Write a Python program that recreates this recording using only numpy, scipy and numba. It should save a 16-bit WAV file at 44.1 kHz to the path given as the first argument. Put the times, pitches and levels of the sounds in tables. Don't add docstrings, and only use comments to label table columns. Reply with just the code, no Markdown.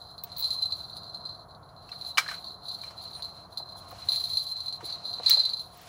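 import sys
import numpy as np
from scipy import signal
from scipy.fft import rfft, irfft
from scipy.io import wavfile
from scipy.ndimage import uniform_filter1d
from numba import njit

SR = 44100
rng = np.random.default_rng(int(sys.argv[2]) if len(sys.argv) > 2 else 0)


def amplitude_ratio(level_db):
    exponent = np.asarray(level_db, float) / 20
    return 10 ** exponent


def master_out(mix):
    frames = np.transpose(np.atleast_2d(mix))
    ceiling = np.clip(frames, -1, 1)
    pcm = np.round(ceiling * 32767).astype(np.int16)
    wavfile.write(sys.argv[1], SR, pcm)


N = 259528

# (time [s], strength [dB], share of the higher bell [0-1])
STRIKES = [(0.1805, -33, 0.5), (0.2376, -36.5, 0.86), (0.2995, -42, 0.6), (0.318, -31, 0.5),
           (0.365, -28.5, 0.5), (0.3947, -28, 0.6), (0.4253, -20.5, 0.4), (0.4435, -16, 0.3),
           (0.4643, -41, 0.5), (0.5049, -17, 0.7), (0.601, -41, 0.6), (0.6217, -21.5, 0.04),
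           (0.7057, -30.5, 0.1), (0.722, -20, 0.5), (0.7851, -41, 1), (0.8976, -34, 0.1),
           (0.9672, -27, 0.45), (1.033, -33.5, 0.2), (1.1332, -37, 0.5), (1.253, -28.5, 0),
           (1.29, -37, 0.2), (1.9173, -29, 0.04), (2.0118, -27.5, 0.38), (2.0487, -29, 0.5),
           (2.1787, -22, 0.8), (2.2796, -26.5, 0.4), (2.3126, -33.5, 0.6), (2.3433, -27.5, 0.6),
           (2.4431, -29.5, 0.7), (2.493, -48, 0.4), (2.5316, -49, 0.5), (2.6592, -33, 0.4),
           (2.685, -22, 0.98), (2.7148, -27.5, 0.2), (2.7416, -28, 0.76), (2.8148, -29.5, 0.6),
           (2.9716, -40, 0.4), (3.0113, -33, 0.4), (3.038, -32, 0.7), (3.0769, -32.5, 0.6),
           (3.133, -31, 0.2), (3.151, -28.5, 0.2), (3.223, -21.5, 0.7), (3.247, -27, 0.67),
           (3.573, -22.5, 0.17), (4.087, -13, 0), (4.119, -13.5, 0), (4.1596, -17, 0.4),
           (4.2012, -24, 0.93), (4.2393, -20, 0.7), (4.2872, -49, 0.5), (4.3135, -31, 0.5),
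           (4.3332, -22.5, 0.4), (4.353, -26, 0.8), (4.371, -14.5, 0.25), (4.467, -26, 0.44),
           (4.5135, -30.5, 0.7), (4.5672, -26.5, 0.75), (4.6043, -25.5, 0.9), (4.66, -27, 0.5),
           (4.681, -23.5, 0), (4.7253, -25, 0.54), (4.8434, -29.5, 0.7), (4.8535, -27.5, 0.4),
           (4.8984, -27.5, 0.3), (4.9247, -22.5, 1), (5.0521, -29.5, 0.03), (5.13, -26.5, 0.5),
           (5.148, -38, 0.6), (5.2333, -25, 0.2), (5.2613, -11.5, 0.3), (5.308, -5, 0.54),
           (5.372, -15, 0.2), (5.395, -13.5, 0), (5.4321, -27, 0.7), (5.452, -14.5, 0.4),
           (5.4921, -20, 0.6), (5.5339, -20, 0), (5.5697, -26.5, 0.5), (5.5947, -24.5, 0.4),
           (0.0697, -45, 0.35), (1.1453, -27.5, 0), (1.5085, -42, 0.5), (1.5484, -41, 0.4),
           (1.6302, -48, 0.4), (1.6906, -45, 0.5), (1.7639, -43.5, 0.6), (1.8253, -47, 0.5),
           (2.0694, -29, 0.4), (3.3662, -37, 0.5), (3.5199, -42, 0.5), (3.689, -34.5, 0.4),
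           (3.7214, -39.5, 0), (5.2814, -14, 0.6), (5.3234, -12, 0.6), (5.3354, -16, 0.4)]
# (time [s], level of the skipping pellets [dB], rasp re the skipping [dB])
SHAKE = [(0.0, -50.5, -16), (0.29, -63, -8), (0.38, -42.5, -19), (0.52, -36.5, -12), (0.59, -43.5, -13.5),
         (0.82, -47.5, -13), (1.15, -51.5, -28), (1.31, -50.5, -26), (1.51, -55.5, -33), (1.74, -71.5, -19),
         (1.93, -50, -14.5), (2.11, -48.5, -11.5), (2.34, -52, -7.5), (2.49, -43.5, -18.5),
         (3.19, -51.5, -14), (3.36, -56.5, -13), (3.96, -55.5, -8.5), (4.11, -42, -12), (4.26, -37, -10.5),
         (4.77, -51.5, -18), (4.86, -47, -6.5), (4.95, -38, -35), (5.31, -36, -32), (5.47, -38, -33),
         (5.63, -56, -9.5), (5.88, -68, 3)]
# (frequency [Hz], gain [dB])
RASP = [(2500, -40), (3300, -1), (5000, -8), (7500, -9), (8700, -23), (10000, 4.5), (11300, -12.5),
        (12100, -35), (13500, -3.5), (15300, -6.5), (16500, -46)]


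def curve(table):
    s, *columns = np.transpose(table)
    return [np.interp(np.arange(N) / SR, s, c) for c in columns]


def unit(x):
    return x / np.sqrt(np.mean(x ** 2))


def colour(x, points):
    hz, db = np.transpose(points)
    f = np.maximum(np.fft.rfftfreq(len(x), 1 / SR), 1)
    gain_db = np.interp(np.log(f), np.log(hz), db)
    return irfft(rfft(x) * amplitude_ratio(gain_db), len(x))


def band(x, lo_hz, hi_hz):
    return signal.sosfilt(signal.butter(2, [lo_hz, hi_hz], "band", fs=SR, output="sos"), x)


def walk(rate):
    k = int(SR / rate)
    held = np.repeat(rng.standard_normal(N // k + 1), k)
    return unit(uniform_filter1d(uniform_filter1d(held, k), k)[:N])


def fade(t60, size):
    return np.exp(-np.log(1000) * np.arange(size) / SR / t60)


def add(out, s, x):
    i = int(s * SR)
    out[i:i + len(x)] += x[:N - i]


@njit
def ring(push, keep, turn, loss, soft):
    out, contact, mode = np.empty(len(push)), 0j, 0j
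    for i in range(len(push)):
        spin = np.exp(1j * turn[i])
        contact = contact * soft * spin + push[i]
        mode = mode * keep[i] * loss * spin + (1 - soft) * contact
        out[i] = mode.imag
    return out


def bell():
    # (frequency [Hz], gain [dB], unchoked t60 [s], bell [0 lower, 1 higher])
    shell_modes = [(4199, -3, 0.037, 1), (4118, 1, 0.12, 0), (4008, -12.5, 0.092, 0),
                   (3876, -14.5, 0.099, 1), (3756, -19, 0.12, 0), (4302, -11, 0.059, 1),
                   (4462, -14.5, 0.44, 1), (4810, -22, 0.19, 0), (4585, -32.5, 0.36, 0),
                   (5990, -31.5, 0.1, 1), (6700, -32, 0.036, 0), (7330, -32.5, 0.045, 1),
                   (9440, -35, 0.0098, 0), (9730, -28.5, 0.029, 0), (9780, -28.5, 0.021, 1),
                   (11760, -41.5, 0.046, 1), (11280, -35, 0.054, 0)]
    skips_per_s, skip_spread_db, spot_db = 300, 3.5, 4
    strike_choke, skip_choke = 0.61, 0.19
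    sag, sag_cap = 0.007, 2.5
    contact_s, rasp_db, rasp_t60_s = 0.001, -30, 0.045
    s, db, share = np.transpose(STRIKES)
    at, share = (s * SR).astype(int), np.clip(share, 0, 1)
    skip_level = skipping()
    spot = rng.standard_normal((len(s), len(shell_modes)))
    out, impacts = np.zeros(N), np.zeros(N)
    for which, weight in enumerate([np.sqrt(1 - share), np.sqrt(share)]):
        touch = rng.random(N) < skips_per_s / SR
        skips = touch * amplitude_ratio(skip_spread_db * rng.standard_normal(N)) * skip_level
        pellet_load = rng.exponential(size=N)[np.cumsum(touch)] ** 2 / 2
        pitch = 1 - sag * np.minimum(pellet_load, sag_cap)
        grip = skip_choke * touch
        grip[at] = strike_choke * weight
        keep = np.exp(-np.abs(uniform_filter1d(grip, size=40)))
        for k, (mode_hz, mode_db, t60, shell) in enumerate(shell_modes):
            if round(shell) != which:
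                continue
            push = skips * amplitude_ratio(spot_db * rng.standard_normal(N)) + 1e-18
            push[at] = weight * amplitude_ratio(db + spot_db * spot[:, k] * (k > 1))
            turn = 2 * np.pi * mode_hz * pitch / SR
            loss, soft = 1000 ** (-1 / (t60 * SR)), np.exp(-1 / (contact_s * SR))
            out += amplitude_ratio(mode_db) * ring(push, keep, turn, loss, soft)
        impacts += skips
    impacts[at] = amplitude_ratio(db)
    burst = np.convolve(impacts, fade(rasp_t60_s, 1500))[:N] * rng.standard_normal(N)
    return out + amplitude_ratio(rasp_db) * colour(burst, RASP)


def skipping():
    # (middle [s], length [s], level change [dB])
    rests = [(0.167, 0.022, -11), (0.24, 0.065, -10), (1.457, 0.044, -26), (1.59, 0.11, -23),
             (1.728, 0.034, -13), (2.585, 0.12, -15.5), (2.937, 0.088, -7), (3.478, 0.038, -15),
             (4.803, 0.039, -15), (4.999, 0.089, -14), (5.215, 0.07, -13)]
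    bounce_db, bounce_t60_s = -19.5, 0.16
    t, strikes = np.arange(N) / SR, np.zeros(N)
    s, db, _ = np.transpose(STRIKES)
    strikes[(s * SR).astype(int)] = amplitude_ratio(db + bounce_db)
    bounces = signal.lfilter([1], [1, -1000 ** (-1 / (bounce_t60_s * SR))], strikes)
    rests_db = sum(change_db * np.exp(-(2 * (t - mid) / length) ** 2) for mid, length, change_db in rests)
    return (amplitude_ratio(curve(SHAKE)[0]) + bounces) * amplitude_ratio(rests_db)


def tackle():
    # (time [s], level [dB], note [Hz], gain of the crack's treble [dB])
    knocks = [(1.8908, -41, 2660, -5), (1.9246, -36.5, 1190, -19), (2.1733, -15, 2974, -6),
              (2.1807, -5.5, 2310, -7), (2.2623, -28.5, 1660, -31), (2.2872, -24.5, 1790, -10.5),
              (2.3118, -23.5, 1530, -13), (2.3382, -29, 1495, -13), (2.835, -36.5, 2380, -6),
              (2.9067, -41.5, 920, -3), (3.1951, -40, 970, -26), (3.913, -39.5, 1230, -6),
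              (4.807, -34, 930, -14), (5.2945, -27.5, 2290, 11), (5.308, -33, 1890, -5),
              (5.326, -42, 2280, 10)]
    # (frequency [Hz], gain [dB])
    knock_body = [(120, -53), (200, -50), (1200, -4.5), (2040, -4), (2280, 2), (2680, -10), (2940, 1),
                  (3800, -3.5), (5370, -5.5), (6810, -17), (15800, -28.5)]
    # (time [s], level [dB], centre frequency [Hz])
    bumps = [(3.601, -40.5, 754), (3.757, -44, 700), (3.924, -38, 620), (4.829, -36.5, 372),
             (5.197, -33, 650), (5.369, -33.5, 704)]
    # (time [s], level [dB])
    ticks = [(0.2364, -23), (0.37, -34.5), (0.383, -27.5), (0.3947, -25.5), (0.4048, -26), (0.412, -32),
             (3.9085, -44), (4.151, -43), (5.2967, -14.5), (5.772, -43), (5.8137, -45)]
    note_db, body_db, bump_width = -5, -4, 1.26
    out, size = np.zeros(N), 8000
    t = np.arange(size) / SR
    note_fade = fade(0.055, size)
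    tail = fade(0.073, size) + amplitude_ratio(-22) * fade(0.36, size)
    for s, db, hz, treble_db in knocks:
        crack = unit(colour(rng.standard_normal(size), knock_body))
        low = band(crack, 560, 1700) * amplitude_ratio(body_db)
        high = band(crack, 5400, 19845) * amplitude_ratio(treble_db)
        note = np.sin(2 * np.pi * hz * t) * note_fade * amplitude_ratio(note_db)
        add(out, s, amplitude_ratio(db) * (note + (low + high) * tail) * np.minimum(t / 0.00054, 1))
    for s, db, hz in bumps:
        thud = unit(band(rng.standard_normal(size), hz / bump_width, hz * bump_width))
        add(out, s, amplitude_ratio(db) * thud * fade(0.056, size) * np.minimum(t / 0.001, 1))
    for s, db in ticks:
        noise = rng.standard_normal(size)
        bright = unit(band(noise, 14960, 18500)) + amplitude_ratio(-15.0) * band(noise, 2800, 10700)
        add(out, s, amplitude_ratio(db) * bright * fade(0.039, size))
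    return out


def rustle():
    # (loudest at [s], level [dB], rise over 20 dB [s], fall over 20 dB [s])
    rustles = [(0.28, -62, 0.089, 0.98), (2.05, -62.5, 0.3, 0.1), (2.3, -46, 0.12, 0.12),
               (2.86, -60, 0.12, 0.62), (3.2, -63.5, 0.68, 0.44), (4.03, -52, 0.25, 0.41),
               (4.9, -56.5, 0.49, 0.29), (5.305, -40, 0.11, 0.19), (5.9, -46.5, 0.17, 0.2)]
    t, cloth = np.arange(N) / SR, np.zeros(N)
    for s, db, rise, fall in rustles:
        cloth += amplitude_ratio(db - 20 * np.maximum((s - t) / rise, (t - s) / fall))
    rasp_db = curve(SHAKE)[1]
    mid = unit(band(rng.standard_normal(N), 670, 5600) * amplitude_ratio(2.6 * walk(40)))
    treble = unit(colour(rng.standard_normal(N) * amplitude_ratio(4.1 * walk(49)), RASP))
    return mid * cloth + treble * skipping() * amplitude_ratio(rasp_db)


def pings():
    # (time [s], peak level [dB], length [s])
    ping_table = [(0.65, -56, 0.03), (0.961, -55.5, 0.025), (1.167, -63.5, 0.027), (3.132, -53.5, 0.082)]
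    ping_hz = 9200
    out = np.zeros(N)
    for s, db, length in ping_table:
        t = np.arange(int(length * SR) + 2) / SR
        envelope = np.sqrt(np.abs(np.sin(np.pi * t / t[-1])))
        add(out, s, amplitude_ratio(db) * np.sin(2 * np.pi * ping_hz * t) * envelope)
    return out


def night():
    # (frequency [Hz], gain [dB])
    hum_spectrum = [(15, -75), (25, -63), (47, -9.5), (106, -5), (164, -4), (250, -15), (525, -12.5),
                    (604, -10), (695, -2.5), (849, -11.5), (997, -8.5), (1320, -12.5), (3000, -55),
                    (3900, -124), (6600, -120)]
    # (time [s], change [dB])
    swell = [(0, -1), (1.3, 0), (2.8, -0.5), (3.9, 2.5), (4.5, -3.7), (5.1, 4), (5.88, -1.5)]
    # (centre [Hz], width [Hz], level before the wavering [dB])
    tones = [(92, 42, -60.5), (712.4, 14.3, -66.5), (1072.5, 19, -67)]
    hum_db, hiss_db = -52, -66
    level_db = hum_db + curve(swell)[0] + 1.0 * walk(1.8)
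    out = unit(colour(rng.standard_normal(N), hum_spectrum)) * amplitude_ratio(level_db)
    for hz, width, db in tones:
        tone = unit(band(rng.standard_normal(N), hz - width / 2, hz + width / 2))
        out = out + tone * amplitude_ratio(db + 2.54 * walk(2.36))
    return out + amplitude_ratio(hiss_db) * colour(rng.standard_normal(N), RASP)


def scene():
    return (bell() + tackle() + rustle() + pings() + night())[None]


def low_pass(x):
    return signal.sosfilt(signal.butter(12, 16820, fs=SR, output="sos"), x)


def record(dry):
    cut = signal.sosfilt(signal.ellip(8, .2, 70, 15800, fs=SR, output="sos"), dry)
    return low_pass(cut)


dry = scene()
out = record(dry)
master_out(out)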